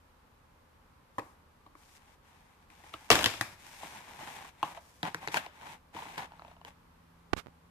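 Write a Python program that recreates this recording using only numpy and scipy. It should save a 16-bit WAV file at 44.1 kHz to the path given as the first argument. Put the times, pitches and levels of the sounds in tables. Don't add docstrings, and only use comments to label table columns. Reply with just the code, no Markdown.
import sys
import numpy as np
from scipy import signal
from scipy.fft import rfft, irfft, next_fast_len
from scipy.io import wavfile
from scipy.ndimage import map_coordinates

SR = 44100
rng = np.random.default_rng(int(sys.argv[2]) if len(sys.argv) > 2 else 0)


def master(y):
    cut = np.clip(np.atleast_2d(y).T, -1, 1)
    pcm = np.round(cut * 32767)
    wavfile.write(sys.argv[1], SR, pcm.astype(np.int16))


N = 339735
TIME = np.arange(N) / SR
SWUNG_S, FOLDED_S = 2.9, 3.7

# f/Hz, relative level/dB
AIR_SPECTRUM = [(15, -40), (25, -3), (86, -4), (213, -10), (250, -9), (354, -15.5), (394, -14),
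                (529, -11.5), (673, -17.5), (833, -11), (1090, -11), (1910, -20), (6900, -33.5),
                (13800, -34), (15000, -37)]
# f/Hz, early level/dB, late level/dB
MOTOR_PARTIALS = [(78, -73, -70), (169.5, -84, -68.5), (251, -91, -76)]
# t/s, relative level/dB, release time/ms
PORT_POPS = [(7.3327, -0.5, 0.15), (7.3352, -30, .25), (7.3353, -1.5, 0.22), (7.3360, -16, 0.26),
             (7.3388, -14, 0.12), (7.3657, -30.5, 1.2), (7.3782, -33.5, 1.8), (7.4612, -32, 0.31),
             (7.4695, -29, 0.37), (7.484, -41, 1)]
# f/Hz, left minus right/dB
PORT_LEVEL_DIFFERENCE = [(100, -2), (450, -1.5), (900, 0), (1300, 2.5), (1800, 6.5), (2800, 5.5),
                         (4500, 2.5), (7500, 0), (10000, -0.5), (14000, 3)]
# t/s, delay of the left port/ms
PORT_DELAY = [(1.2, -0.11), (2.9, -0.083), (3.1, 0.14), (3.4, 0.059), (3.9, -0.023), (4.3, -0.042),
              (4.63, 0.026), (5.0, 0.26), (6.7, 0.22)]
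# f/Hz, relative level/dB
STROKE_SPECTRUM = [(60, -15.5), (170, -10), (270, -14), (450, -16.5), (650, -11.5), (870, -1.5),
                   (1050, -6.5), (1300, -15), (2300, -6.5), (3000, -13), (4200, -19), (5300, -20.5),
                   (9000, -24), (14500, -29.5)]
# start/s, length/s, midway level/dB, swell/dB, hiss re body/dB
STROKES_AND_PUFF = [(1.743, .23, -73, 7, 5), (1.99, 0.15, -71, 5, -3), (2.21, 0.44, -69.5, -9.5, -6.5),
                    (2.676, 0.26, -65, 9, -3.5), (2.917, 0.15, -62, 4, -2.5),
                    (2.923, .018, -54, 8.5, -10.5), (3.08, 0.032, -56, 18, -8),
                    (3.152, 0.39, -52.5, -20.5, -1), (3.562, 0.24, -58, 8, -1),
                    (3.797, 0.21, -51.5, -4.5, -4.5), (4.0, 0.21, -54, 2.5, -7), (4.176, .19, -50.5, 3, -6),
                    (4.359, 0.13, -53, -0.5, -7.5), (4.518, 0.101, -66, 13, -8.5),
                    (4.635, 0.087, -51.5, -1.5, -6.5), (4.743, 0.028, -50.5, 3.5, -11.5),
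                    (4.78, .24, -74.5, -2, 7), (5.027, 0.051, -41, 1.5, -15), (5.08, 0.11, -57.5, 0, -9),
                    (5.199, 0.135, -50.5, -3, -10.5), (5.314, .039, -42.5, 3, -6),
                    (5.357, 0.02, -33, -3.5, -12), (5.382, 0.084, -52.5, -4, -10),
                    (5.503, 0.23, -54.5, 16.5, -10.5), (5.925, 0.3, -49.5, -5, -10),
                    (6.164, 0.079, -45.5, -4.5, -13), (6.272, 0.26, -64.5, 4.5, -12.5),
                    (6.653, 0.035, -55.5, 4.5, -11)]
# f/Hz, width before hand damping/Hz, level/dB in each of the three poses
BOARD_MODES = [(110, 17, -25, -6.5, -22), (162.7, 17, -28, -12.5, -8.5), (314.3, 32, 7.5, -1.5, -11),
               (454, 81, -6, -6.5, -11), (540, 71, -1.5, -3, -7.5), (682, 70, -14.5, -8.5, -5.5),
               (810, 100, 0, -2.5, 0.5), (879, 150, 0, -3.5, 6.5), (1027, 150, 0.5, 3.5, -3.5),
               (1270, 180, -22, -3.5, -18), (1660, 330, -10, 3.5, -1.5), (2230, 870, -8.5, 2, -3),
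               (2950, 420, -10, 5, -2.5), (4080, 780, -13, -8, -8)]
POSE_DAMPING = [1.4, 2.2, 1.23]
# lowest f/Hz, highest f/Hz
IMPACT_REGISTERS = [(70, 480), (580, 1300), (1500, 4200), (4900, 15000)]
# t/s, body level/dB, clack re body/dB, thump re body/dB, contact time/ms
HANDLING_KNOCKS = [(1.183, -28, -11.5, -8, 8.7), (1.194, -41.5, -3, -4, 2.3), (1.664, -51, -15, -11, 5.4),
                   (1.753, -52.5, -10, -6, 2.2), (2.702, -67.5, 10.5, 0, 2.9), (2.838, -55.5, -3, -8, 2.9),
                   (2.939, -39, -3.5, -9, 4.2), (3.263, -36.5, 7, 6.5, 4.9), (3.833, -41, -20, -6.5, 3.2),
                   (4.209, -45.5, -13, -14, 4), (4.629, -22, -13.5, -17, 3.7), (4.773, -41, -17, -26, 3.8),
                   (5.03, -33.5, 1, -0.5, 1.4), (5.1455, -36.5, 3.5, -5, 2), (5.275, -37.5, 4, -2, 2.1),
                   (5.2843, -44.5, 4, 0, 1.6), (5.343, -29.5, 0.5, -9.5, 2.8), (5.37, -31.5, 5, -20, 6.4),
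                   (5.463, -44, -4, -8, 1.5), (5.948, -47, -4, 1.5, 1.6), (6.179, -39, 3, -9, 7),
                   (6.649, -50.5, 4, -6, 1.3)]
# t/s, body level/dB, clack re body/dB
PEN_REBOUNDS = [(3.115, -23, 5.5), (3.123, -27.5, 1), (3.129, -28.5, 3.5), (3.1547, -30.5, 6.5),
                (3.191, -36, 4), (3.21, -39.5, 4.5), (3.231, -41.5, 7.5), (3.2424, -32.5, 10),
                (3.2595, -31.5, 11), (3.338, -47, 2), (3.4113, -31.5, 4.5)]
# t/s, body level/dB
SHOVE_SLIPS = [(5.9662, -39), (5.988, -41), (6.022, -42), (6.053, -49), (6.192, -43.5), (6.22, -43),
               (6.249, -47), (6.32, -49), (6.336, -53), (6.395, -48), (6.4202, -47.5), (6.4484, -47.5),
               (6.48, -53), (6.514, -53), (6.566, -56.5), (6.614, -52)]


def undb(db):
    return 10 ** (np.asarray(db) / 20)


def unit(x):
    return x / np.sqrt(np.mean(x ** 2))


def band(x, lo_hz, hi_hz, order=3):
    sos = signal.butter(order, [lo_hz, min(hi_hz, SR * .45)], "band", fs=SR, output="sos")
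    return signal.sosfilt(sos, x)


def colour(x, points):
    hz, db = np.transpose(points)
    half = next_fast_len(x.shape[-1] // 2 + 2048)
    f = np.maximum(np.arange(half + 1) * SR / (2 * half), 1)
    cepstrum = irfft(np.log(undb(np.interp(np.log(f), np.log(hz), db))))
    response = np.exp(rfft(np.r_[cepstrum[0], 2 * cepstrum[1:half]], 2 * half))
    return irfft(rfft(x, 2 * half) * response)[..., :x.shape[-1]]


def add(out, x, start_s):
    i = int(start_s * SR)
    out[..., i:i + x.shape[-1]] += x[..., :N - i]


def drift(rate_hz):
    knots = np.arange(0, N / SR + 1, 1 / rate_hz)
    return np.interp(TIME, knots, rng.standard_normal(N)[:len(knots)])


def envelope(age, attack_s, length_s, release_s):
    return np.clip(age / attack_s, 0, 1) * np.exp(-np.maximum(age - length_s, 0) / release_s)


def stereo(three, split_hz):
    low, high = (signal.butter(1, split_hz, kind, fs=SR) for kind in ("low", "high"))
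    return signal.lfilter(*low, three[0]) + signal.lfilter(*high, three[1:])


def stereo_noise(length, split_hz):
    return stereo(rng.standard_normal((3, length)), split_hz)


def grains(per_s, spread_db):
    size = undb(spread_db * np.minimum(rng.exponential(size=(3, N)), 5))
    occurs = rng.random((3, N)) < per_s / SR
    return unit(stereo(occurs * size * rng.standard_normal((3, N)), split_hz=850))


def room_air(level_db=-63):
    air = unit(colour(stereo_noise(N, split_hz=310), AIR_SPECTRUM))
    return air * undb(level_db + 0.27 * drift(2.5))


def motor_hum():
    swell = np.interp(TIME, [4.4, 6.4], [0, 1])
    hum = np.zeros(N)
    for hz, early_db, late_db in MOTOR_PARTIALS:
        rms = undb(early_db + (late_db - early_db) * swell + 1.5 * drift(4.8))
        hum += np.sqrt(2) * rms * np.sin(2 * np.pi * hz * TIME + 0.25 * drift(4.2))
    return hum


def reverberation(x, early_s=0.013, early_db=-6.0, tail_db=-4.5, low_t60=0.5, high_t60=0.44):
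    t = TIME[:8192]
    echo = stereo_noise(len(t), split_hz=2100) * np.exp(-t / early_s) * np.clip((t - .003) / .0025, 0, 1)
    echo /= np.sqrt(np.sum(echo ** 2) / 2)
    out = undb(early_db) * signal.fftconvolve(x, echo, axes=-1)[:, :N]
    diffuse = stereo_noise(N, split_hz=1000)
    edges = np.geomspace(60, 16000, 16)
    for lo, hi, t60 in zip(edges, edges[1:], np.linspace(low_t60, high_t60, len(edges) - 1)):
        retained = np.exp(-np.log(10 ** 6) / (t60 * SR))
        power = np.mean(band(x, lo, hi) ** 2, axis=0)
        stored = signal.lfilter([1 - retained], [1, -retained], power)
        out += undb(tail_db) * unit(band(diffuse, lo, hi)) * np.sqrt(np.roll(stored, int(0.0055 * SR)))
    return out


def port_touch(rise_s=.00008, press_db=-29, press_s=0.0063, brush_db=-39):
    t, out = TIME[:2048], np.zeros(N)
    for s, db, release_ms in PORT_POPS:
        pop = 2 * (1 - np.exp(-t / rise_s)) ** 2 * np.exp(-t * 1000 / release_ms)
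        add(out, -undb(db) * pop, s)
    out += undb(press_db) * np.exp(-((TIME - 7.334) / press_s) ** 2)
    brush = colour(rng.standard_normal(N),
                   [(50, -2), (300, -5), (1200, 2), (3000, -5), (7000, -13.5), (14000, -23)])
    contact = envelope(TIME - 7.363, attack_s=0.0069, length_s=0.033, release_s=0.0094)
    out += unit(brush) * undb(brush_db) * contact
    return band(out, 42, 18000, order=2) * np.array([[0], [1]])


def palm_skim(start_s=1.13, end_s=1.375, db=-70):
    skim = np.sin(np.pi * np.clip((TIME - start_s) / (end_s - start_s), 0, 1) ** 0.9)
    return undb(db) * skim * unit(band(rng.standard_normal((2, N)), 3100, 12000, order=1))


def stroke_and_puff_gains(attack_share=0.17, release_s=0.018):
    power, age = np.zeros((3, N)), TIME[:SR]
    for s, length_s, db, swell_db, hiss_db in STROKES_AND_PUFF:
        strength = undb(db + swell_db * (np.minimum(age / length_s, 1) - .5))
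        shape = strength * envelope(age, attack_share * length_s, length_s, release_s)
        rasp_db = 0.5 + .38 * hiss_db
        add(power, np.outer(undb([0, rasp_db, hiss_db]), shape) ** 2, s)
    return np.sqrt(power)


def sliding_and_puff(catch_gain=0.29, flutter_db=(2.5, 1.34, .6)):
    catches = unit(band(grains(per_s=120, spread_db=1.5), 100, 6000, order=1))
    noise = colour(grains(per_s=6000, spread_db=0) + catch_gain * catches, STROKE_SPECTRUM)
    body = band(noise, 110, 1350)
    rasp = band(noise, 1400, 4300, order=5)
    hiss = band(noise, 4700, 15000, order=4)
    grip = drift(60)
    return sum(unit(x) * gain * undb(db * grip)
               for x, gain, db in zip((body, rasp, hiss), stroke_and_puff_gains(), flutter_db))


def rattle(start_s=3.116, chatter_t60=0.6, chatter_db=-34.5, shudder_t60=0.95, shudder_db=-43):
    age = np.maximum(TIME - start_s, 0)
    chatter = colour(grains(per_s=550, spread_db=5),
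                     [(60, -7.5), (300, 0), (1100, -1.5), (3000, -5.5), (7000, -12), (14000, -24)])
    shudder = colour(stereo_noise(N, split_hz=500),
                     [(25, -15), (55, -3.5), (85, -6), (110, -1), (150, -13), (400, -38.5), (3000, -81)])
    chatter = undb(chatter_db - 60 * age / chatter_t60) * unit(chatter)
    shudder = undb(shudder_db - 60 * age / shudder_t60) * unit(shudder)
    return (age > 0) * (chatter + shudder)


def board_response(t, pose, spot_db=3.0, spot_detune=0.026):
    hz, width, *mode_db = np.transpose(BOARD_MODES)[:, :, None]
    width = width * POSE_DAMPING[pose]
    detune, spot = rng.standard_normal((2, len(hz), 1))
    amplitude = undb(mode_db[pose] + spot_db * spot) * width
    modes = amplitude * np.exp(-np.pi * width * t) * np.cos(2 * np.pi * hz * (1 + spot_detune * detune) * t)
    return 2 * np.pi / SR * (modes[::2].sum(0) - modes[1::2].sum(0))


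def impact(levels_db, contact_ms, pose, crush=0.32, crack=0.13, span_s=0.0056):
    t = TIME[:4096]
    force = stereo_noise(len(t), split_hz=2200) * crush * np.exp(-t * 1000 / contact_ms)
    force[:, 0] += 2
    ring = signal.fftconvolve(force, board_response(t, pose)[None], axes=-1)[:, :len(t)]
    sound = colour(ring + crack * force, [(25, -18.5), (90, 2), (300, 1.5), (5000, -2), (14000, -9)])
    equaliser = []
    for (lo, hi), db in zip(IMPACT_REGISTERS, levels_db):
        power = np.sum(band(sound, lo, hi, order=5) ** 2) / (2 * span_s * SR)
        gain_db = db - 10 * np.log10(power)
        equaliser += [(lo, gain_db), (hi, gain_db)]
    return colour(sound, equaliser)


def book_impacts():
    # t/s, body level/dB, (thump, clack, tick) re body/dB, contact time/ms, room send/dB
    knocks = [(s, db, (thump, clack, clack - 11.5), ms, -8.5)
              for s, db, clack, thump, ms in HANDLING_KNOCKS]
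    landing = [(3.103, -16, (-4.5, 0, -2.5), 2.5, 0.5)]
    rebounds = [(s, db, (-3.5, clack, clack - 5.5), 2.8, -4.5) for s, db, clack in PEN_REBOUNDS]
    slips = [(s, db, (-16, -11, -27), 1.7, -8) for s, db in SHOVE_SLIPS]
    direct, sent = np.zeros((2, 2, N))
    for s, body_db, (thump, clack, tick), contact_ms, room_db in knocks + landing + rebounds + slips:
        pose = int(s > SWUNG_S) + int(s > FOLDED_S)
        sound = impact(body_db + np.array([thump, 0, clack, tick]), contact_ms, pose)
        add(direct, sound, s)
        add(sent, sound * undb(room_db), s)
    return direct + reverberation(sent + 1e-18 * rng.standard_normal(N))


def scene():
    book = book_impacts() + rattle() + sliding_and_puff() + palm_skim()
    left, right = (colour(x, [(hz, side * db / 2) for hz, db in PORT_LEVEL_DIFFERENCE])
                   for x, side in zip(book, (1, -1)))
    lag_ms = np.interp(TIME, *np.transpose(PORT_DELAY))
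    left = map_coordinates(left, [(TIME - lag_ms / 1000) * SR], order=5)
    return np.array([left, right]) + port_touch() + room_air() + motor_hum()


def record(dry, ceiling=.9, cutoff_hz=14550):
    rounded = ceiling * np.tanh(dry / ceiling)
    return signal.sosfilt(signal.ellip(8, .2, 70, cutoff_hz, fs=SR, output="sos"), rounded)


dry = scene()
out = record(dry)
master(out)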